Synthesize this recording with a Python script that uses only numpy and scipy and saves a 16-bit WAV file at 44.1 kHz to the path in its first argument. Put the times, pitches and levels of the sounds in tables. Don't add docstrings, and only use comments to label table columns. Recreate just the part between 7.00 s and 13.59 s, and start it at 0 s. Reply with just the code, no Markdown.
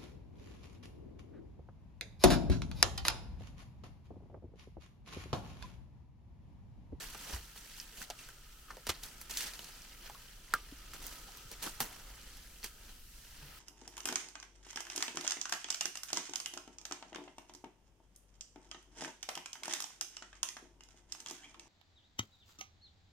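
import sys
import numpy as np
from scipy import signal
from scipy.fft import rfft, irfft, next_fast_len
from scipy.io import wavfile
from scipy.ndimage import uniform_filter1d

SR = 44100
rng = np.random.default_rng(int(sys.argv[2]) if len(sys.argv) > 2 else 0)


def master_out(mix):
    frames = np.transpose(np.atleast_2d(mix))
    ceiling = np.clip(frames, -1, 1)
    pcm = np.round(ceiling * 32767).astype(np.int16)
    wavfile.write(sys.argv[1], SR, pcm)


N = 290619
TIME = np.arange(N) / SR
BANDS_HZ = 180 * 2 ** np.arange(0, 6.7, 2 / 3)

# peak_s, level_db, rise_s (per 20 dB), fall_s (per 20 dB),
# weight_db (lows), crisp_db (per octave above 4000 Hz)
LEAF_CRUNCHES = [(0.0, -36, .05, 0.19, 2.5, 2), (0.2, -43, 0.19, 0.53, -1, 2),
                 (0.336, -35.5, 0.11, 0.073, 7.5, 2), (0.57, -47.5, 0.045, 0.11, -4, 3),
                 (0.789, -45.5, 0.19, 0.14, -5, 3), (1.028, -39, 0.13, 0.041, 1.5, 2.5),
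                 (1.195, -45.5, 0.048, 0.23, -3.5, 1), (1.705, -50, 0.041, 0.17, 9, -26),
                 (1.895, -32.5, 0.03, 0.1, 1.5, -6), (2.034, -43, 0.031, 0.13, 5, 3.5),
                 (2.215, -51, 0.027, 0.058, -3, 6), (2.309, -38, 0.017, 0.18, -1, 3.5),
                 (2.386, -31.5, 0.079, 0.18, -5.5, 2), (2.47, -36, 0.14, 0.093, -2.5, -4.5),
                 (2.54, -42.5, 0.034, 0.049, 2, -1), (2.6, -49, 0.11, 0.55, 3.5, 2.5),
                 (3.06, -43, 0.097, 0.067, 1.5, -6), (3.543, -39, .06, 0.086, 4.5, -15),
                 (3.945, -44.5, 0.027, 0.16, 6, 1.5), (4.07, -42.5, 0.12, 0.28, 4.5, 3),
                 (4.519, -41.5, 0.035, 0.089, 2.5, -3.5), (4.625, -35.5, 0.01, 0.17, -0.5, 2.5),
                 (4.675, -38, 0.067, 0.033, 10.5, 0.5), (4.808, -31.5, 0.012, 0.079, 7.5, 5),
                 (4.92, -47.5, 0.17, 0.5, 7, 1), (5.645, -36.5, 0.022, 0.062, -5, 1.5),
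                 (5.9, -50, 0.29, .1, 2.5, -2), (6.45, -48, 0.24, 0.75, 1.5, -21)]
# time_s, level_db
SETTLING_LEVEL = [(0, -52), (1.3, -50.5), (1.65, -53), (2.2, -53), (2.9, -48.5), (3.7, -51), (4.4, -52),
                  (5.4, -54), (6.0, -56), (6.59, -49.5)]
# pitch_hz, level_db
LEAF_COLOUR = [(88, -31), (150, -7), (528, -5), (594, -6.5), (972, -3), (1140, -9.5), (1790, -3.5),
               (2350, -3.5), (4870, -4.5), (5930, -4), (7080, -6.5), (15300, -13.5), (16500, -15)]
# pitch_hz, likeness (0 to 1)
LEAF_LIKENESS = [(150, 0.99), (500, 0.25), (1400, 0.74), (4000, 0.31), (12000, 0.15)]
# start_s, crack_db, ring_pitch_hz, ring_db (relative to the crack, before RING_DB),
# weight_db (lows), crisp_db (per octave above 4000 Hz)
TWIG_SNAPS = [(0.147, -29.5, 1190, -12, 10, -2), (0.559, -41.5, 1800, -6, 10, 5),
              (0.8, -30, 5300, 4, -29, -4), (1.017, -32, 1510, -2, -6, 2),
              (1.101, -19.5, 716, -10, -1, -3.5), (1.19, -37.5, 2690, 2, -6, 2),
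              (1.288, -36, 1540, -2, 4, 2), (1.681, -44, 1260, 7, 14, -14),
              (1.705, -31.5, 1220, -0.5, 10.5, -10), (1.708, -33.5, 1790, -1.5, 4, -4),
              (1.769, -35, 520, -1.5, 11, -1), (1.868, -21.5, 2020, -12.5, 1, 0.5),
              (1.89, -21, 5300, -10, 0, 2), (1.893, -11, 1205, -13, -2.5, -3),
              (2.034, -31, 5370, -1, -14, 3), (2.037, -32.5, 3850, -0.5, -9, 7.5),
              (2.214, -34.5, 4480, -5, 3, 8.5), (2.296, -29, 1770, -15, 1, 0.5),
              (2.31, -35.5, 6800, 10, -10, 1), (2.372, -16, 6270, -7, -43, 3),
              (2.407, -23, 2740, -15, -8, -1), (2.432, -34, 5600, 2, -10, 7),
              (2.536, -33, 4670, -3, -15, 0), (2.592, -30, 2960, -1.5, 6, 2.5),
              (2.644, -33, 6000, -2, -21, 3), (2.819, -39, 5030, 3, -10, 2), (3.098, -31, 830, -3, -9, -1),
              (3.148, -36.5, 1105, 1, -1, -8), (3.538, -16.5, 1388, 6, 4, 4),
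              (3.935, -31, 1370, -6.5, -6, 2.5), (4.025, -34, 5850, -14, -3, 4),
              (4.067, -36, 6750, 2, -6, 10.5), (4.283, -39, 790, 2, -3, -8),
              (4.372, -39.5, 1040, -6, -3, 8), (4.515, -35.5, 470, -6, 7.5, 7.5),
              (4.627, -26.5, 4370, -3, -17, 7), (4.675, -29.5, 1335, -2, -6, -8),
              (4.804, -16, 803, -8, -8, 5), (4.911, -38, 735, -3, 9, -4), (5.37, -41.5, 6060, 1, -14, 4),
              (5.63, -31, 4340, -6, -4, -3), (5.642, -27.5, 342, -14, 4.5, 4)]
# pitch_ratio, level_db, t60_s (time to fall 60 dB at a 1400 Hz ring pitch)
TWIG_TONES = [(.853, -22.5, 0.17), (.9, -13.5, 0.088), (1, -2.5, 0.043), (1.04, -1, 0.015),
              (1.15, -10, 0.06), (1.286, -8.5, 0.027), (.445, -18, 0.03), (1.85, -39, .03)]
# start_s, level_db, start_pitch_hz, t60_s (time to fall 60 dB)
BOOT_THUDS = [(0.332, -35.5, 60.5, 0.3), (.338, -39.5, 86, 0.19), (1.01, -50.5, 190, .1),
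              (1.891, -36, 82, 0.12), (1.896, -33, 350, 0.046), (3.54, -49.5, 115, 0.077),
              (3.723, -39, 283, 0.049), (4.451, -50, 127, 0.11), (4.661, -42, 315, 0.093),
              (4.805, -44, 130, 0.13), (4.807, -41, 227, .1), (6.423, -49, 147, 0.25)]
# time_s, level_db, low_mid_db (extra level around LOW_MID_HZ)
CANOPY_BREEZE = [(0, -56, 2), (0.55, -58.5, -1), (0.88, -59.5, -5), (1.1, -58.5, 5), (1.5, -60.5, 1),
                 (2.5, -57, 2.5), (2.9, -59.5, -3), (3.1, -57.5, 4), (3.38, -60.5, -3), (3.75, -58.5, 2.5),
                 (4.2, -56.5, 1.5), (5.1, -59, 2.5), (5.45, -58, -9), (5.75, -59.5, 4), (6.15, -59, -12),
                 (6.4, -58.5, -3), (6.59, -57, 6)]
# pitch_hz, level_db
CANOPY_COLOUR = [(35, -25), (60, -15.5), (96, -6.5), (204, -12.5), (675, -22.5), (1110, -27.5), (1270, -12),
                 (1850, -24.5), (2240, -26), (2970, -17.5), (3580, -22.5), (6010, -20.5), (7080, -22.5),
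                 (15000, -22.5), (16500, -26)]
# pitch_hz, likeness (0 to 1)
CANOPY_LIKENESS = [(100, 0.99), (300, 0.88), (700, 0.033), (1400, 0.79), (3000, 0.057), (8000, 0.035)]
# time_s, level_db
WIND_LEVEL = [(0.0, -58), (0.07, -54), (0.29, -59), (0.33, -60), (0.48, -58), (3.43, -58.5), (3.82, -52),
              (3.85, -59.5), (3.98, -50.5), (4.2, -56.5), (6.46, -54.5), (6.59, -61)]

SETTLING_WEIGHT_DB, SETTLING_CRISP_DB = -1, -2.5
STIR_DB, STIRS_PER_S = 3, 9
CRACK_RISE_MS, CRACK_S = 0.3, 0.00065
DEBRIS_DB, DEBRIS_T60_S = -15, 0.069
DEBRIS_DB_PER_RING_DB = -0.55
RING_DB = -8
RING_ROUGH, RING_WAVERS_PER_S, RING_CLEAN_S = 0.35, 300, 0.008
RING_RISE_CYCLES, GENTLE_DB = 0.76, -33
GENTLE_CYCLES_PER_DB = 0.5
LOW_MID_HZ, WIND_ALIKE = 900, 0.997
GROUND_ECHO_MS, GROUND_SHARE = 0.668, 0.13
PORT_LAG_MS, RIGHT_TREBLE_DB = 0.014, 1.9
TOP_HZ = 16100


def leaves():
    settling_db = np.interp(TIME, *np.transpose(SETTLING_LEVEL)) + STIR_DB * walk(STIRS_PER_S)
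    power = undb(2 * np.vstack([crunch_db(), settling_db]))
    tilts = np.vstack([np.array(LEAF_CRUNCHES)[:, 4:], [SETTLING_WEIGHT_DB, SETTLING_CRISP_DB]])
    weight_db, crisp_db = tilts.T
    shared, out = crumple(400, 3.7, 0.0029), 0
    for hz in BANDS_HZ:
        grains = 0.38 * shared + 0.62 * crumple(600, 3.4, 0.0042)
        level = np.sqrt(undb(2 * tilt_db(hz, weight_db, crisp_db)) @ power)
        noise = pair(on_log(LEAF_LIKENESS, hz))
        out = out + level * band(grains * noise, hz)
    total_level = np.sqrt(power.sum(axis=0))
    out = out + total_level * undb(-9.5) * flakes(count=4000, cycles=10.0, spread_db=2.0)
    return colour(out, LEAF_COLOUR)


def crunch_db():
    s, db, rise_s, fall_s = np.array(LEAF_CRUNCHES)[:, :4, None].transpose(1, 0, 2)
    t = TIME - s
    rising, falling = -t / np.maximum(rise_s, .004), t / np.maximum(fall_s, .004)
    return db - 20 * np.where(t < 0, rising, falling)


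def crumple(rate, spread_db, smear_s):
    chance, size = rng.random(N), rng.exponential(size=N)
    clicks = (chance < rate / SR) * undb(2 * spread_db * np.minimum(size, 4))
    power = signal.lfilter([1], [1, -np.exp(-1 / (smear_s * SR))], clicks)
    return unit(np.sqrt(power + 1e-9))


def flakes(count, cycles, spread_db):
    at, pitch, pan, size = rng.random((count, 4)).T
    hz, t = 1200 * 2 ** (3.5 * pitch)[:, None], np.arange(600) / SR
    fade = np.exp(-hz ** .5 * 60 * t / cycles)
    ring = np.sin(2 * np.pi * hz * t) * fade * np.sqrt(hz / 3000)
    ring *= undb(-spread_db * np.log(size + 0.0019))[:, None]
    place = ((at * N).astype(int)[:, None] + np.arange(len(t))).ravel()
    sides = []
    for gain in (np.sqrt(pan), np.sqrt(1 - pan)):
        side = np.bincount(place, (gain[:, None] * ring).ravel(), N + len(t))
        sides.append(side[:N])
    return unit(np.array(sides))


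def snaps():
    t = np.arange(int(.2 * SR)) / SR
    drive = np.zeros((len(BANDS_HZ), N + len(t)))
    ring = np.zeros((2, N + len(t)))
    patchy = np.pad(.5 + 0.46 * crumple(600, 5.0, 0.001), (0, len(t)))
    waver = np.pad([walk(RING_WAVERS_PER_S) for _ in "LR"], ((0, 0), (0, len(t))))
    rise = np.minimum(1000 * t / CRACK_RISE_MS, 1)
    for s, crack_db, hz, ring_db, weight_db, crisp_db in TWIG_SNAPS:
        at = slice(int(s * SR), int(s * SR) + len(t))
        debris_db = DEBRIS_DB + DEBRIS_DB_PER_RING_DB * ring_db
        debris = undb(debris_db - 60 * t / DEBRIS_T60_S) * patchy[at]
        blow = undb(crack_db) * rise * np.hypot(np.exp(-t / CRACK_S), debris)
        tilt = undb([tilt_db(f, weight_db, crisp_db) for f in BANDS_HZ])
        drive[:, at] += (tilt[:, None] * blow) ** 2
        uneven = 1 + RING_ROUGH * np.minimum(t / RING_CLEAN_S, 1) * waver[:, at]
        cycles = RING_RISE_CYCLES + GENTLE_CYCLES_PER_DB * max(GENTLE_DB - crack_db, 0)
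        swing = np.minimum(t * hz / cycles, 1)
        for ratio, db, ring_t60 in TWIG_TONES:
            fade = undb(crack_db + ring_db + db - 60 * t / ring_t60 * np.sqrt(hz / 1400))
            ring[:, at] += swing * uneven * fade * np.sin(2 * np.pi * hz * ratio * t)
    noise, cracks = pair(0.83), 0
    for k, hz in enumerate(BANDS_HZ):
        cracks = cracks + band(np.sqrt(drive[k, :N]) * noise, hz) * (-1) ** k
    return colour(cracks, LEAF_COLOUR) + undb(RING_DB) * ring[:, :N]


def tilt_db(hz, weight_db, crisp_db):
    return np.clip(np.log2(2200 / hz), 0, 1) * weight_db + max(np.log2(hz / 4000), 0) * crisp_db


def thuds():
    t = np.arange(int(.3 * SR)) / SR
    out = np.zeros(N + len(t))
    for s, level_db, hz, t60 in BOOT_THUDS:
        i = int(s * SR)
        shape = (1 - np.exp(-t / 0.0013)) * undb(level_db - 60 * t / max(t60, .02))
        out[i:i + len(t)] += shape * np.sin(2 * np.pi * hz * t * (1 - 0.44 * t))
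    return out[:N]


def near_ground(x):
    size = next_fast_len(N + 256)
    hz = np.fft.rfftfreq(size, 1 / SR)

    def late(ms):
        return np.exp(-2j * np.pi * hz * ms / 1000)

    shade = undb(RIGHT_TREBLE_DB / 2 * np.clip(hz / 8000, 0, 1))
    ports = np.array([late(PORT_LAG_MS) / shade, shade])
    echo = 1 + GROUND_SHARE * late(GROUND_ECHO_MS)
    return irfft(rfft(x, size) * ports * echo, size)[:, :N]


def canopy():
    s, level_db, low_mid_db = np.transpose(CANOPY_BREEZE)
    out, swell, hollow_db = 0, walk(0.8), np.interp(TIME, s, low_mid_db)
    for hz in np.append([71, 113], BANDS_HZ):
        share = np.exp(-np.log2(hz / LOW_MID_HZ) ** 2)
        band_db = 0.27 * swell + 1.74 * walk(5.4) + share * hollow_db
        out = out + undb(band_db) * band(pair(on_log(CANOPY_LIKENESS, hz)), hz)
    return undb(np.interp(TIME, s, level_db)) * unit(colour(out, CANOPY_COLOUR))


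def wind():
    low = signal.butter(4, 46, fs=SR, output="sos")
    high = signal.butter(2, 17, "highpass", fs=SR, output="sos")
    rumble = signal.sosfilt(np.vstack([low, high]), pair(WIND_ALIKE))
    return undb(np.interp(TIME, *np.transpose(WIND_LEVEL))) * unit(rumble)


def undb(db):
    return 10 ** (np.asarray(db) / 20)


def unit(x):
    return x / np.sqrt(np.mean(x ** 2))


def on_log(table, hz):
    f, v = np.transpose(table)
    return np.interp(np.log(hz), np.log(f), v)


def band(x, hz):
    edges = [hz / 2 ** (1 / 3), min(hz * 2 ** (1 / 3), .49 * SR)]
    return signal.sosfilt(signal.butter(2, edges, "bandpass", fs=SR, output="sos"), x)


def walk(rate):
    k = int(SR / rate)
    steps = np.repeat(rng.standard_normal(N // k + 1), k)
    return 1.05 * uniform_filter1d(uniform_filter1d(steps, k), k)[:N]


def pair(alike):
    mid, side = rng.standard_normal((2, N))
    c = np.clip(alike, 0, 1)
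    return np.sqrt((1 + c) / 2) * mid + np.sqrt((1 - c) / 2) * side * np.array([[1], [-1]])


def colour(x, table):
    hz = np.maximum(np.fft.rfftfreq(2048, 1 / SR), 1)
    c = irfft(np.log(undb(on_log(table, hz))))
    c[1:1024], c[1025:] = 2 * c[1:1024], 0
    response = irfft(np.exp(rfft(c)))[None, :1024]
    return signal.oaconvolve(x, response)[:, :N]


def scene():
    return near_ground(leaves() + snaps()) + thuds() + canopy() + wind()


def record(dry):
    return signal.sosfilt(signal.ellip(10, .2, 70, TOP_HZ, fs=SR, output="sos"), dry)


dry = scene()
out = record(dry)
master_out(out)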